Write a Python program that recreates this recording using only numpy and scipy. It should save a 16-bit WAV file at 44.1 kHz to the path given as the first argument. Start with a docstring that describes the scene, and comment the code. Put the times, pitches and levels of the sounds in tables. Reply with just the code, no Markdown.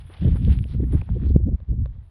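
"""A shingle beach in gusty wind, with footsteps heard from a hand-held camera.
Each step grinds stones and grit (thousands of tiny rings); single pebbles click, and sand hisses.
Wind on the microphone is louder than the steps: shaped noise rumbles, buffets and puffs, and single
pressure pulses thump. A few hollow knocks ring close by, over the faint noise wash of the shore."""
import sys
import numpy as np
from scipy import signal
from scipy.fft import rfft, irfft, next_fast_len
from scipy.io import wavfile
from scipy.ndimage import uniform_filter1d

SR = 44100
rng = np.random.default_rng(int(sys.argv[2]) if len(sys.argv) > 2 else 0)


def digitize_waveform(pressure):
    """Quantize a signal to 16-bit integers and store it at the path in sys.argv[1].

    Rows of a 2-D input are taken as channels; values are limited to [-1, 1].
    """
    field = np.atleast_2d(pressure).T
    bounded = np.clip(field, -1, 1)
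    quanta = np.round(bounded * 32767).astype(np.int16)
    wavfile.write(sys.argv[1], SR, quanta)


N = 92610
T = np.arange(N) / SR  # time of every sample [s]

# All table levels are those before any trim or filter that follows.
# Stones grinding underfoot: (time [s], coarse stones level [dB], small stones level [dB])
CRUNCH_LEVELS = [(0,-64.5,-56.5),(.05,-66.5,-69),(.09,-66,-64.5),(.125,-56,-57),(.2,-61.5,-56.5),(.25,-54.5,-55),(.31,-63.5,-58),(.345,-60,-60),(.362,-49.5,-56.5),(.405,-69.5,-63),(.46,-64.5,-53),(.485,-55.5,-55.5),(.535,-53,-50),(.6,-75.5,-63.5),(.66,-69,-67),(.73,-58.5,-59.5),(.775,-71.5,-68.5),(.84,-62,-72),(.865,-67,-74.5),(.915,-61,-67),(.935,-52,-62.5),(.99,-60,-63),(1.05,-69,-68),(1.12,-62.5,-69),(1.18,-72,-66.5),(1.22,-58.5,-64),(1.28,-64,-64),(1.34,-74.5,-73),(1.42,-77.5,-87.5),(1.62,-73,-79.5),(1.8,-80,-85),(1.89,-74.5,-79.5),(2.1,-78,-80)]
# Highest fizz of the grit: (time [s], level [dB])
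GRIT_LEVELS = [(0,-71),(.03,-76),(.08,-68),(.17,-75),(.25,-72.5),(.34,-72.5),(.365,-63),(.42,-75),(.46,-70),(.53,-65.5),(.6,-70.5),(.65,-68.5),(.74,-74),(.77,-86.5),(.85,-74),(.917,-77.5),(.935,-59),(.98,-75),(1.06,-81),(1.13,-88),(1.22,-83),(1.41,-102),(1.48,-86.5),(1.56,-102),(2.0,-100),(2.05,-80.5),(2.1,-88)]
# Tone of the coarse stones, the small stones and the grit: (frequency [Hz], gain [dB])
COARSE_TONE = [(200,-7.5),(450,2.5),(800,3),(1300,-0.5),(1900,-2),(2600,-10),(4000,-28.5),(6000,-60.5)]
SMALL_TONE = [(700,-24.5),(1400,-3),(2100,0.5),(2700,1.5),(3400,3),(4200,-6.5),(5000,-11),(6000,-21.5),(7200,-40.5),(9000,-76)]
GRIT_TONE = [(7500,-53),(8600,-16.5),(9500,-1),(10300,-4.5),(11300,-11),(12500,-28),(15500,-26.5),(17000,-47)]
COARSE_TRIM_DB, SMALL_TRIM_DB, GRIT_TRIM_DB = 1.5, -1, -0.5

GRAINS_PER_S = 3500  # average number of stone contacts each second, over all pitches
GRAIN_SPREAD_DB = 1  # average extra strength of a contact
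GRAIN_CYCLES = 2.8  # cycles for a contact's ring to fall to about a third
CLUMP_DB = 3.5  # stones give way in clumps: largest swell or dip

# A heel digging in, a sudden spray of stones: (time [s], level [dB], decay [s])
HEEL_SPRAYS = [(.921,-55,.022)]
# Tone of the spray: (frequency [Hz], gain [dB])
SPRAY_TONE = [(500,-9.5),(900,-0.5),(2000,-5.5),(3500,0),(5000,-14),(7200,-40),(8400,-11),(9400,5.5),(10500,-7),(12500,-25),(16000,-23)]

# A sole sliding over sand: (start time [s], length [s], level [dB])
SCUFF_EVENTS = [(0.667,0.1,-63),(1.233,0.093,-66)]
# Tone of the sand: (frequency [Hz], gain [dB])
SAND_TONE = [(1000,-29.5),(2500,-15.5),(3800,-2),(4800,-7.5),(5800,-17),(7200,-48)]

# Single pebbles knocking together: (time [s], peak level [dB], pitch [Hz], decay [s])
PEBBLE_EVENTS = [(.139,-38,3400,0.00035),(0.248,-38.5,3180,0.0011),(0.282,-37.5,3400,.0005),(0.362,-42,1500,0.00024),(0.4498,-31.5,3300,0.00025),(.525,-35,2900,.0005),(0.589,-31,2760,0.00022),(0.6409,-35,2820,0.00037),(.84,-45.5,1820,0.00093),(1.0145,-34.5,2450,0.00075),(1.018,-33.5,850,0.00052),(1.091,-31.5,780,0.00053),(1.199,-44,1300,0.00038),(1.236,-42.5,1500,0.00035)]
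# Tone of the pebbles: (frequency [Hz], gain [dB])
PEBBLE_TONE = [(100,-15),(450,2),(3800,-1.5),(5200,-8.5),(7200,-39),(8400,-19),(9600,-7),(11000,1),(12500,-43.5),(16000,-39.5)]
OVERTONE_RATIO, OVERTONE_DB = 1.7, -16.5  # second ring: pitch and level against the first
SNAP_DB = -13.5  # noise at the contact, for pebbles pitched at 2500 Hz or above

# Small hollow knocks close by, probably the hand on the camera: (time [s], peak level [dB])
KNOCK_EVENTS = [(.1,-41.5),(1.603,-42.5),(1.859,-31),(1.962,-51.5)]
# Rings of the knocked body: (frequency [Hz], level [dB], time to fall by 60 dB [s])
KNOCK_RINGS = [(560,0.5,0.019),(1080,-4.5,0.01),(1607,-6.5,0.0063),(2570,-11,.004),(3580,-12.5,.008)]
# Tone of the knocks: (frequency [Hz], gain [dB])
KNOCK_TONE = [(150,-11),(500,1.5),(4200,-4),(6000,-14),(9000,-19)]

# Strength of the wind at the microphone: (time [s], rumble level [dB], buffeting level [dB])
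WIND_LEVELS = [(0,-36.5,-61),(.18,-47.5,-61),(.225,-26.5,-21),(.265,-16,-24.5),(.3,-17,-25),(.38,-22,-34.5),(.45,-20,-22.5),(.52,-16.5,-27),(.56,-25,-31.5),(.61,-19,-30),(.645,-32.5,-38),(.69,-33,-48),(.75,-23.5,-31),(.83,-21,-25.5),(.89,-28,-34.5),(.95,-22,-24.5),(1.01,-23,-42.5),(1.055,-42,-51),(1.105,-22,-30),(1.19,-27,-35.5),(1.23,-23,-26.5),(1.315,-18.5,-35),(1.365,-17.5,-23),(1.4,-27.5,-42.5),(1.44,-19,-39),(1.472,-27,-18.5),(1.5,-23.5,-31.5),(1.548,-18,-28),(1.575,-51.5,-64),(1.63,-30.5,-47.5),(1.66,-52,-66),(1.7,-17.5,-32),(1.76,-33,-35),(1.79,-22.5,-32),(1.825,-21,-32),(1.86,-30,-56.5),(1.98,-38,-54),(2.1,-50,-81.5)]
# Tone of the rumble and of the buffeting: (frequency [Hz], gain [dB])
RUMBLE_TONE = [(15,-18),(30,-6.5),(48,-5.5),(65,0),(90,-5.5),(125,-9.5),(200,-31.5),(400,-52),(900,-98)]
BUFFET_TONE = [(60,-25),(115,-3.5),(165,5),(230,-2.5),(300,-16),(420,-26.5),(630,-45.5),(900,-60.5),(2000,-94.5)]
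RUMBLE_TRIM_DB, BUFFET_TRIM_DB = 2.5, -1
# How far chance swells are evened out: 0 is not at all, 1 is most
RUMBLE_EVEN, BUFFET_EVEN, PUFF_EVEN = 0.23, 0.33, 1

# Short puffs fluttering higher than the rumble: (middle time [s], width at half height [s], level [dB])
PUFF_EVENTS = [(0.102,0.012,-46.5),(.227,.01,-29.5),(0.252,0.0099,-23),(0.279,0.021,-27.5),(0.29,0.0048,-34.5),(0.325,0.0072,-31.5),(0.356,0.0082,-32.5),(0.386,0.016,-43.5),(0.422,0.031,-33.5),(0.482,0.0088,-24),(0.52,0.0083,-35),(0.655,0.0069,-37),(.7,0.0084,-49),(0.749,0.014,-33),(0.804,0.0057,-25.5),(0.836,.012,-24.5),(0.872,.02,-44.5),(0.94,.019,-22),(.954,0.0045,-24),(1.023,0.016,-42),(1.167,0.023,-32),(1.235,0.023,-33.5),(1.267,0.0058,-29.5),(1.307,0.012,-27),(1.355,0.012,-28.5),(1.404,0.018,-36.5),(1.482,.02,-27),(1.525,0.02,-40),(1.693,.012,-44),(1.72,.014,-38.5),(1.737,.012,-39),(1.805,0.032,-56)]
# Tone of the puffs: (frequency [Hz], gain [dB])
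PUFF_TONE = [(150,-18),(260,10.5),(340,2.5),(450,-6),(560,-15),(700,-22),(1000,-42.5),(2000,-78)]

# Sharp eddies hitting the microphone: (middle time [s], peak level [dB], width [s])
THUMP_EVENTS = [(.799,-23.5,.0011),(0.835,-23.5,0.0027),(.953,-14.5,0.0021),(1.3629,-5,0.0011)]
# Tone of the thumps: (frequency [Hz], gain [dB])
THUMP_TONE = [(40,-8.5),(120,7.5),(300,-3),(500,-1.5),(750,-11.5),(1100,-5),(1500,-0.5),(2200,-14)]
# The microphone's bass loss, applied to the wind: (frequency [Hz], gain [dB])
BASS_LOSS = [(15,-24),(28,-4.5),(42,0),(100,-0.5)]

# Tone of the distant shore: (frequency [Hz], gain [dB])
SHORE_TONE = [(60,8),(250,1),(500,-3.5),(1000,-6),(2000,-30.5),(3000,-33.5),(3700,-20),(5000,-29.5),(7000,-35),(9700,-43),(12500,-46.5),(16000,-50)]
SHORE_DB = -67.5
EDGE_HZ = 15800  # top of the recorder's range


def amp(db):
    """Turns decibels into a gain."""
    return 10 ** (np.asarray(db) / 20)


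def unit(x):
    """Scales a sound to an average strength (rms) of one."""
    return x / np.sqrt(np.mean(x ** 2) + 1e-20)


def level(table, column=1):
    """Draws a smooth gain over time through one dB column of a table."""
    rows = np.array(table)
    return amp(np.interp(T, rows[:, 0], rows[:, column]))


def colour(x, points):
    """Filters a sound, making each frequency louder or softer as the points say."""
    hz, db = np.transpose(points)
    size = next_fast_len(2 * len(x))  # spare room, so the end does not wrap onto the start
    log_hz = np.log(np.fft.rfftfreq(size, 1 / SR) + 1)
    gain = amp(np.interp(log_hz, np.log(hz), db))
    return irfft(rfft(x, size) * gain, size)[:len(x)]


def add(mix, time, sound):
    """Mixes a sound in, starting at a time in seconds."""
    part = mix[round(time * SR):][:len(sound)]
    part += sound[:len(part)]


def grains(lo_hz, hi_hz, count=30):
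    """Many tiny stone contacts, each ringing a few cycles, arrive at random and swell in clumps."""
    t = np.arange(512) / SR
    out = np.zeros(N)
    for hz in np.geomspace(lo_hz, hi_hz, count):
        hits = rng.random(N) < GRAINS_PER_S / count / SR
        extra_db = GRAIN_SPREAD_DB * np.minimum(rng.exponential(1, N), 4)
        strengths = amp(extra_db) * rng.choice([-1, 1], N)
        ring = np.sin(2 * np.pi * hz * t) * np.exp(-t * hz / GRAIN_CYCLES)
        out += signal.oaconvolve(hits * strengths, unit(ring) * np.sqrt(hz))[:N]
    clumps = unit(uniform_filter1d(rng.standard_normal(N), size=350))
    return out * amp(CLUMP_DB * np.tanh(clumps))


def shingle():
    """Coarse stones, small stones and fine grit grind under the weight of each step."""
    coarse = unit(colour(grains(400, 2600), COARSE_TONE))
    small = unit(colour(grains(1400, 6000), SMALL_TONE))
    grit = unit(colour(grains(8500, 17000), GRIT_TONE))
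    coarse *= amp(COARSE_TRIM_DB) * level(CRUNCH_LEVELS, column=1)
    small *= amp(SMALL_TRIM_DB) * level(CRUNCH_LEVELS, column=2)
    grit *= amp(GRIT_TRIM_DB) * level(GRIT_LEVELS)
    return coarse + small + grit


def heels():
    """A heel lands at once, and the stones it throws settle in a fading spray of contacts."""
    swell = np.zeros(N)
    for start, db, decay in HEEL_SPRAYS:
        swell += amp(db) * (T > start) * np.exp(-abs(T - start) / decay)
    return swell * unit(colour(grains(700, 12000), SPRAY_TONE))


def scuffs():
    """A sliding sole stirs many sand contacts, heard as short swells of bright hiss."""
    swell = np.zeros(N)
    for start, length, db in SCUFF_EVENTS:
        progress = np.clip((T - start) / length, 0, 1)
        swell += amp(db) * np.sin(np.pi * progress)
    return swell * unit(colour(grains(1700, 6500), SAND_TONE))


def pebbles():
    """Each knock of two pebbles is a noisy snap and two quickly dying rings."""
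    t = np.arange(600) / SR
    out = np.zeros(N)
    for time, db, hz, decay in PEBBLE_EVENTS:
        ring = np.sin(2 * np.pi * hz * t)
        ring += amp(OVERTONE_DB) * np.sin(2 * np.pi * hz * OVERTONE_RATIO * t)
        # Lower pebbles snap more softly
        snap = amp(SNAP_DB) * min(hz / 2500, 1) ** 2 * rng.standard_normal(len(t))
        click = (ring + snap) * np.sqrt(t) * np.exp(-t / decay)
        add(out, time, amp(db) * click / abs(click).max())
    return colour(out, PEBBLE_TONE)


def knocks():
    """The same small body rings briefly, at several pitches, for every knock."""
    t = np.arange(1500) / SR
    out = np.zeros(N)
    ring = np.zeros(len(t))
    for hz, db, t60 in KNOCK_RINGS:
        ring += amp(db - 60 * t / t60) * np.sin(2 * np.pi * hz * t)
    for time, db in KNOCK_EVENTS:
        add(out, time, amp(db) * ring / abs(ring).max())
    return colour(out, KNOCK_TONE)


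def turbulence(spectrum, even, size=700):
    """Low noise whose chance swells are partly evened out, so that the gusts set its level."""
    noise = unit(colour(rng.standard_normal(N), spectrum))
    power = abs(signal.hilbert(noise)) ** 2
    for _ in range(2):  # smooth twice
        power = uniform_filter1d(power, size=size)
    return unit(noise / (abs(power) + 1e-4) ** (even / 2))


def wind():
    """Turbulent air pushes on the microphone: deep rumble and higher buffeting follow the gusts."""
    rumble = level(WIND_LEVELS, column=1) * turbulence(RUMBLE_TONE, RUMBLE_EVEN)
    buffeting = level(WIND_LEVELS, column=2) * turbulence(BUFFET_TONE, BUFFET_EVEN)
    return amp(RUMBLE_TRIM_DB) * rumble + amp(BUFFET_TRIM_DB) * buffeting


def puffs():
    """Brief eddies are bursts of turbulence that swell and die within hundredths of a second."""
    swell = np.zeros(N)
    for middle, width, db in PUFF_EVENTS:
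        swell += amp(db) * 2 ** -((2 * (T - middle) / width) ** 2)
    return swell * turbulence(PUFF_TONE, PUFF_EVEN, size=300)


def thumps():
    """Each sharp eddy is one quick push and pull of pressure."""
    out = np.zeros(N)
    for middle, db, width in THUMP_EVENTS:
        u = (T - middle) / width
        push = -u / (1 + u ** 2) ** 1.82
        out += amp(db) * push / push.max()
    return colour(out, THUMP_TONE)


def shore():
    """The open shore is a faint, steady wash of filtered noise."""
    return amp(SHORE_DB) * unit(colour(rng.standard_normal(N), SHORE_TONE))


def scene():
    """Steps, knocks, wind and shore meet at one microphone."""
    steps = shingle() + heels() + scuffs() + pebbles()
    gusts = colour(wind() + puffs() + thumps(), BASS_LOSS)
    mix = steps + knocks() + gusts + shore()
    return mix[None]  # one channel


def record(dry):
    """The recorder keeps only the sound below its top frequency."""
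    low_pass = signal.firwin(511, EDGE_HZ, window=("kaiser", 9), fs=SR)
    return signal.oaconvolve(dry, low_pass[None], "same")


dry = scene()
out = record(dry)
digitize_waveform(out)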